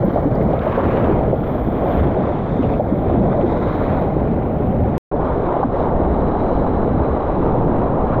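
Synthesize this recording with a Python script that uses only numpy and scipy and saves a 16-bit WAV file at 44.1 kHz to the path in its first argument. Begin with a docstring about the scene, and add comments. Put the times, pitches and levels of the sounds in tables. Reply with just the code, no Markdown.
"""A surfer rides a breaking wave, heard through the wet microphone port of an action camera.
At first chop slaps the board, trapped air resonates and drops tick on the housing, over the turbulent
roar of wake and wind. The hiss of spray then swells with the turns or briefly drops away, and foam fizzes.
Near 5 s comes a short silent cut. The ride resumes with a few more slaps, the fizz dies away, and
eddies of wind boom on the microphone to the end. Throughout, the wet port muffles and colours the treble."""
import sys
import numpy as np
from scipy import signal
from scipy.fft import rfft, irfft
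from scipy.io import wavfile
from scipy.ndimage import uniform_filter1d

SR = 44100
rng = np.random.default_rng(int(sys.argv[2]) if len(sys.argv) > 2 else 0)


def generate_wav(signal):
    """Clip the signal to [-1, 1] and save it as 16-bit WAV at the path in sys.argv[1]."""
    frames = np.transpose(np.atleast_2d(signal))
    scaled = np.clip(frames, -1, 1) * 32767
    pcm = np.round(scaled).astype(np.int16)
    wavfile.write(sys.argv[1], SR, pcm)


N = 361619
TIME = np.arange(N) / SR
BINS = np.fft.rfftfreq(N, 1 / SR)
FRAMES = dict(nperseg=512, noverlap=384)


# steady glide in each shot: (wind level [dB], water level [dB], spray level [dB])
FIRST_LEVELS = (-19.5, -24, -38)
SECOND_LEVELS = (-19, -20.5, -33)
# the board drives into the face and speeds up:
# (peak time [s], build time [s], wind gain [dB], water gain [dB])
BOARD_DRIVES = [(0.41, 0.28, 3, 3.5), (1.11, 0.28, 3.5, 6.5), (1.87, 0.096, -2, 5.5), (2.04, 0.19, 3, 2.5),
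                (2.27, 0.16, -1, 3.5), (2.73, 0.12, 1, 2.5), (3.19, 0.086, 5, 4.5), (3.4, 0.27, 1, 4.5),
                (3.97, 0.24, 0, 3.5), (4.28, 0.13, 2.5, 2), (4.85, 0.24, 2, 1.5), (5.99, 0.085, 2, 1.5),
                (7.05, 0.22, 3, -1), (7.65, 0.33, 2.5, 0.5)]
# the board slows or skips clear of the water:
# (deepest time [s], build time [s], wind drop [dB], water and spray drop [dB])
BOARD_LULLS = [(0.122, 0.0092, 17, 2.5), (0.21, 0.028, 1, 1), (0.3, 0.049, 3, 2.5), (0.6, 0.051, 4, 1.5),
               (0.66, 0.045, 3.5, -0.5), (0.735, 0.022, 6, 3), (1.29, 0.14, -0.5, 2), (1.4, 0.072, 1, 1.5),
               (2.44, .06, 3.5, 2), (2.85, 0.062, 3.5, 0.5), (5.6, 0.3, 4.5, -1), (5.69, 0.059, -2, 6.5),
               (7.2, 0.16, 5.5, -1)]
# the hiss of spray swells or briefly drops away:
# (centre time [s], build time [s], gain [dB], extra fine-mist gain [dB])
SPRAY_CHANGES = [(0.16, 0.34, 3, 2), (0.46, 0.091, -1, 3), (0.73, 0.095, 3.5, 0), (0.97, 0.44, 9, -3),
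                 (1.04, .07, 1.5, -0.5), (1.55, 0.083, 2, 1.5), (1.96, 0.18, 7, -1.5),
                 (2.37, 0.27, 4.5, -1.5), (2.68, 0.25, 0, 5), (2.82, .04, -3, 1), (3.12, 0.068, 3, 0),
                 (3.23, .04, 0.5, 2.5), (3.33, 0.021, 7.5, -9), (3.51, 0.033, 1, 3), (3.62, 0.2, 3, 0.5),
                 (3.88, 0.28, 7, -2), (4.55, .3, -1, -1.5), (5.14, 0.08, -5.5, 0), (5.28, 0.075, 2.5, -2),
                 (5.54, 0.077, 2, -4.5), (5.81, 0.077, 3, 3.5), (5.97, .1, -1, -1), (6.5, 0.2, 0.5, 3.5),
                 (8.15, 0.046, 4, -4)]

def ride(glide, port, mist_hz=3800):
    """Flow noise grows with speed: wind, wake and spray swell and ease about a steady glide."""
    wind_db, water_db, spray_db = glide
    rush_db, wake_db = swells(BOARD_DRIVES)
    calm_db, skip_db = swells(BOARD_LULLS)
    hiss_db, mist_db = swells(SPRAY_CHANGES)
    surge = wander(37)  # lifts the spray as it dips the wake
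    roar = gain_of(wind_db + rush_db - calm_db) * wind(port)
    roar += gain_of(water_db + wake_db - skip_db) * wake(port, surge)
    hiss = spray(port, surge)
    coarse = irfft(rfft(hiss) * below(mist_hz), N)
    fine = gain_of(mist_db) * (hiss - coarse)
    varying_hiss = gain_of(spray_db + hiss_db - skip_db) * (coarse + fine)
    return gain_of(-clearing_db()) * roar + water_film(varying_hiss)


def wind(port):
    """Turbulent pressure fluctuations buffet the microphone with a low rumble."""
    return shaped(turbulence(patchy_db=0.14), port * np.sqrt(below(342)))


def wake(port, surge, surge_db=-0.24):
    """Bubble resonance: large air pockets gulp in the churning water under the board."""
    churn = turbulence(patchy_db=1.6)
    pockets = gain_of(-13.5) * bubbles(302, 1372, per_s=700, cycles=3.9, spread_db=0.83)
    band = np.sqrt((1 - below(352)) * below(994, order=20))
    return shaped((churn + pockets) * gain_of(surge_db * surge), port * band)


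def spray(port, surge, surge_db=1.0):
    """Many tiny impacts add incoherently: mist hisses and droplets patter back on the sea."""
    mist = turbulence(patchy_db=1.46)
    droplets = gain_of(-9.5) * bubbles(1300, 7000, per_s=2700, cycles=4.4, spread_db=2.5)
    band = np.sqrt((1 - below(998, order=20)) * below(9700, order=16))
    return shaped((mist + droplets) * gain_of(surge_db * surge), port * band)


# chop slapping the board and trapping air:
# (time [s], relative level [dB], pitch [Hz], length [s], ringing share of power [0-1])
CHOP_SLAPS = [(0.032, -12.5, 540, .015, 0.8), (0.041, -10, 188, 0.017, 1), (0.079, -9.5, 286, 0.011, 0.75),
              (0.157, -13, 560, 0.027, 0), (0.171, -21.5, 1135, 0.013, 0.85),
              (0.252, -12.5, 281, 0.025, 0.95), (0.318, -15.5, 152, 0.021, 0.6),
              (0.373, -15, 516, 0.011, 0.7), (0.398, -16.5, 150, 0.021, 0.55),
              (0.404, -16.5, 429, 0.033, 0.8), (0.449, -16.5, 200, 0.022, 1), (0.532, -17, 590, 0.024, 0.2),
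              (0.665, -14, 610, 0.014, 0.6), (0.775, -13.5, 570, 0.025, 0), (0.798, -21, 1030, 0.014, 0.5),
              (1.083, -13.5, 398, .04, .2), (1.327, -13, 502, 0.024, 0.1), (2.589, -14, 274, 0.027, 0.88),
              (2.795, -14, 602, 0.017, 0.55), (2.92, -12.5, 215, 0.026, 0.3), (3.14, -14, 288, 0.02, 0.83),
              (3.172, -12.5, 184, 0.053, 0.8), (3.34, -14.5, 642, 0.022, 0.78), (3.389, -16, 633, .017, 1),
              (3.433, -12.5, 348, 0.021, 0.2), (3.661, -15.5, 496, 0.011, 0.9),
              (4.163, -13.5, 380, 0.01, 0.2), (4.598, -16, 468, .011, 0.4), (5.134, -16.5, 430, .016, 0.55),
              (5.625, -13, 774, 0.017, 0.5), (5.631, -16.5, 1154, 0.012, 0.4),
              (5.643, -15, 266, 0.023, 0.96), (5.739, -17, 533, 0.013, 1)]

def slaps(level_db=-2, muffle_hz=1000):
    """Impacts of chop on the board, dulled by the wet port acting as a low-pass filter."""
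    out = np.zeros(N)
    for s, db, hz, length, ring in CHOP_SLAPS:
        add(out, s, gain_of(db) * impact(hz, length, ring, octaves=1.0, rise=0.0023))
    muffle = signal.butter(3, muffle_hz, fs=SR, output="sos")
    return gain_of(level_db) * signal.sosfilt(muffle, out)


def clearing_db(depth_db=1, span_s=0.084):
    """Displacement: each slap throws water clear of the board, so the roar eases around it."""
    eased = np.zeros(N)
    dip = signal.windows.hann(round(span_s * SR))
    for s, _, _, length, _ in CHOP_SLAPS:
        add(eased, s + length - span_s / 2, dip)
    return depth_db * np.minimum(eased, 1)


# eddies of wind on the microphone: (time [s], level [dB], pitch [Hz], length [s])
WIND_EDDIES = [(1.065, -21, 70, 0.033), (1.952, -18, 61, 0.074), (4.76, -21, 89, 0.092),
               (5.994, -21.5, 54.9, .13), (6.194, -22, 49.7, 0.073), (6.486, -27, 50.2, 0.087),
               (6.681, -27, 58, 0.12), (7.076, -22, 59.3, 0.058), (7.212, -26, 57.2, 0.081),
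               (8.098, -22, 124, .1)]

def gusts():
    """The pressure swing of each passing eddy makes a soft, deep boom."""
    out = np.zeros(N)
    for s, db, hz, length in WIND_EDDIES:
        add(out, s, gain_of(db) * burst(hz, length, octaves=0.76, rise=0.054))
    return out


# drops and longer spatters on the housing:
# (time [s], peak level [dB], pitch [Hz], length [s], ringing share of power [0-1])
HOUSING_DROPS = [(0.352, -46, 4600, 0.0055, 0.93), (0.41, -31, 1920, .006, 0.2),
                 (0.425, -56, 5000, .014, 0), (0.509, -51, 4400, .005, 0.1), (0.53, -39, 3000, .005, 0),
                 (0.591, -34, 3000, 0.0037, 0), (2.625, -35, 2500, .045, 0.03),
                 (2.687, -32.5, 1900, .045, 0.07), (2.736, -37, 2150, 0.026, 0),
                 (3.41, -33.5, 2640, 0.006, 0.15), (5.629, -50, 4000, 0.009, 0)]

def drops():
    """Small impacts tick on the housing, and plink where a trapped bubble resonates."""
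    out = np.zeros(N)
    for s, db, hz, length, ring in HOUSING_DROPS:
        tick = impact(hz, length, ring, octaves=0.69, rise=0.0016)
        add(out, s, gain_of(db) * tick / abs(tick).max())
    return out


# patches of foam near the port: (peak time [s], build time [s], level [dB])
FOAM_PATCHES = [(0.15, 0.18, -67), (0.851, 0.5, -65.5), (1.58, 0.22, -63), (1.95, 0.15, -60),
                (2.8, 0.17, -68.5), (3.02, .12, -67.5), (3.9, 0.44, -67.5), (4.68, 0.32, -68),
                (5.95, .15, -87)]
# larger bubbles popping on the port: (time [s], level [dB])
FOAM_POPS = [(0.05, -43), (0.064, -57), (0.119, -56), (0.35, -60), (0.429, -54)]
# the port's high resonance: (frequency [Hz], relative gain [dB])
PORT_RESONANCE = [(10000, -45), (11200, -19), (12000, -4), (12800, 0), (14000, -5), (15700, -12)]

def fizz(floor_db=-84.5, pop_decay_s=0.002):
    """Bursting foam excites the port's treble resonance; the powers of patches and pops add."""
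    grains = rng.standard_normal(N) * gain_of(1.8 * wander(150))
    power = sum(gain_of(db) ** 2 * swell(peak, build) for peak, build, db in FOAM_PATCHES)
    power += gain_of(floor_db) ** 2 * gate(*SHOT_SPANS[0])
    for s, db in FOAM_POPS:
        add(power, s, gain_of(db) ** 2 * np.exp(-TIME[:SR // 10] / pop_decay_s))
    return np.sqrt(power) * shaped(grains, response(PORT_RESONANCE))


# the film of water on the port: (time [s], notch frequency [Hz], notch depth [dB],
# resonance frequency [Hz], resonance gain [dB], resonance width [Hz])
FILM_STATES = [(0.35, 2630, 11, 3330, -2, 350), (0.75, 2970, -1.5, 3400, 1.5, 330),
               (1.05, 2830, 1.5, 3350, -1.5, 330), (1.5, 2720, 4.5, 3350, 6, 330),
               (2.0, 2760, 2.5, 3380, 4.5, 330), (2.4, 2760, 4, 3580, 4.5, 330),
               (2.68, 2840, 7, 3500, 8.5, 330), (2.9, 2710, 10, 3500, 2, 380),
               (3.12, 2820, -1.5, 3600, 5, 330), (3.33, 2740, 10, 3720, 4, 330),
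               (3.65, 2690, 7.5, 3850, 8, 320), (4.5, 2910, 0.5, 4020, 0.5, 250),
               (5.2, 2720, 3.5, 3550, 1, 300), (6.0, 2600, 3, 3830, 4, 220), (6.5, 2650, 2, 4000, 7, 200),
               (7.2, 2750, 2.5, 3900, 5, 170), (7.9, 2910, 1, 3980, 1.5, 170)]

def water_film(x, notch_width_hz=260):
    """Absorption and resonance: the sliding film swallows one pitch and rings at a higher one."""
    hz, t, spectrum = signal.stft(x, SR, **FRAMES)
    s, *columns = np.transpose(FILM_STATES)
    notch_hz, depth_db, ring_hz, ring_db, ring_width_hz = (np.interp(t, s, c) for c in columns)
    notch = depth_db * np.exp(-((hz[:, None] - notch_hz) / notch_width_hz) ** 2)
    ring = ring_db * np.exp(-((hz[:, None] - ring_hz) / ring_width_hz) ** 2)
    return signal.istft(spectrum * gain_of(ring - notch), **FRAMES)[1][:N]


def turbulence(patchy_db):
    """Intermittency: noise varies in small patches of time and pitch as eddies come and go."""
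    spectrum = signal.stft(rng.standard_normal(N), **FRAMES)[2]
    patches = uniform_filter1d(rng.standard_normal(spectrum.shape), 7, axis=1)  # along time
    patches = unit_rms(uniform_filter1d(patches, 5, axis=0))  # along frequency
    return unit_rms(signal.istft(spectrum * gain_of(patchy_db * patches), **FRAMES)[1][:N])


def bubbles(low_hz, high_hz, per_s, cycles, spread_db, sizes=24):
    """Damped oscillators: bubbles of many sizes form at random and rise in pitch as they die."""
    out = np.zeros(N)
    for hz in np.geomspace(low_hz, high_hz, sizes):
        age = np.arange(0, 5, hz / (cycles * SR))  # in decay times
        ring = np.exp(-age) * np.sin(2 * np.pi * cycles * age * (1 + 0.025 * age))
        strength = gain_of(spread_db * np.minimum(rng.exponential(1, N), 4))
        births = strength * (rng.random(N) < per_s / sizes / SR)
        out += np.sqrt(hz) * unit_rms(signal.oaconvolve(births, ring)[:N])
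    return unit_rms(out)


def impact(hz, length, ring, octaves, rise):
    """Landing water divides its power between a noisy smack and the ring of the air it traps."""
    smack = np.sqrt(1 - ring) * burst(hz, length, octaves, rise)
    return smack + 2 * np.sqrt(ring) * air_pocket(hz, length)


def air_pocket(hz, length, glide=0.048, rise=0.0025):
    """Trapped air is a spring against the water's mass: it rings briefly, rising in pitch."""
    t = np.arange(round(2.5 * length * SR)) / SR
    turns = hz * t * (1 + glide * (t / length - 1)) + rng.random()
    return np.sin(2 * np.pi * turns) * envelope(t, rise, length)


def burst(hz, length, octaves, rise):
    """A transient of band-limited noise, with the energy of rms 1 over its length."""
    t = np.arange(round(2.5 * length * SR)) / SR
    edges = np.clip(hz * 2 ** (np.array([-0.5, 0.5]) * octaves), 20, 0.45 * SR)
    band = signal.butter(4, edges, "band", fs=SR, output="sos")
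    puff = signal.sosfilt(band, rng.standard_normal(SR))[-len(t):] * envelope(t, rise, length)
    return puff / np.sqrt(np.sum(puff ** 2) / (length * SR))


def envelope(t, rise, length):
    """Smooth onset and bell-shaped decay of a transient."""
    return (1 - np.exp(-(t / rise) ** 2)) * np.exp(-(t / length) ** 2)


def swell(peak, build, release_share=0.68):
    """Asymmetric envelope: a smooth rise to 1 and a quicker fall."""
    width = np.where(TIME < peak, build, build * release_share)
    return np.exp(-((TIME - peak) / width) ** 2)


def swells(rows):
    """Gains in decibels add: one summed curve for each gain column."""
    return sum(np.outer(gains_db, swell(peak, build)) for peak, build, *gains_db in rows)


def wander(hz):
    """Random modulation of rms 1, low-passed at hz."""
    return shaped(rng.standard_normal(N), np.sqrt(below(hz, order=4)))


def gate(start, end, fade_s=0.0035):
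    """Gating: a quick fade in and a dead stop."""
    return np.clip((TIME - start) / fade_s, 0, 1) * (TIME < end)


def response(points):
    """Frequency response interpolated on a logarithmic axis."""
    hz, db = np.transpose(points)
    return gain_of(np.interp(np.log(BINS + 1), np.log(hz + 1), db))


def below(hz, order=8):
    """Power response of a soft low-pass crossover."""
    return 1 / (1 + (BINS / hz) ** order)


def shaped(x, gain):
    """Spectral filtering, scaled to rms 1."""
    return unit_rms(irfft(rfft(x) * gain, N))


def unit_rms(x):
    """Normalisation to rms 1."""
    return x / np.sqrt(np.mean(x ** 2) + 1e-20)


def gain_of(db):
    """Decibels to amplitude ratio."""
    return 10 ** (np.asarray(db) / 20)


def add(mix, s, sound):
    """Superposes a sound on the mix at time s."""
    part = mix[max(round(s * SR), 0):][:len(sound)]
    part += sound[:len(part)]


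# the two shots: (start time [s], end time [s])
SHOT_SPANS = [(0, 4.98), (5.114, 8.2)]
# spectrum of the ride through the wet port in each shot: (frequency [Hz], relative gain [dB])
FIRST_PORT = [(15, -8.5), (60, 1.5), (170, 1), (380, -2.5), (600, -2.5), (770, -7), (900, -12),
              (1100, -17.5), (1750, -31), (2120, -33), (2750, -40.5), (3750, -48), (4500, -58),
              (5400, -64.5), (7300, -68), (9000, -85)]
SECOND_PORT = [(15, -2.5), (58, -1), (110, -3.5), (330, -4), (680, -8.5), (1150, -15.5), (1750, -33.5),
               (2100, -37.5), (2600, -43.5), (4000, -52), (4400, -62), (5700, -68), (7500, -77),
               (10000, -96.5)]

def scene():
    """Superposition: all sources add in one channel, gated into two successive shots."""
    first, second = (gate(*span) for span in SHOT_SPANS)
    sea = first * ride(FIRST_LEVELS, response(FIRST_PORT))
    sea += second * ride(SECOND_LEVELS, response(SECOND_PORT))
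    details = fizz() + slaps() + drops() + gusts()
    return (sea + (first + second) * details)[None]


def record(dry, threshold_db=-14.5, squeeze=0.55, cutoff_hz=15750):
    """Compression and band limiting: the camera eases its loudest moments, then cuts the top treble."""
    window = signal.windows.hann(1323)[None]  # 30 ms
    power = signal.oaconvolve(dry ** 2, window / window.sum(), "same")
    over_db = np.maximum(10 * np.log10(abs(power) + 1e-12) - threshold_db, 0)
    compressed = dry * gain_of(-squeeze * over_db)
    low_pass = signal.firwin(511, cutoff_hz, window=("kaiser", 9), fs=SR)[None]
    return signal.oaconvolve(compressed, low_pass, "same")


dry = scene()
out = record(dry)
generate_wav(out)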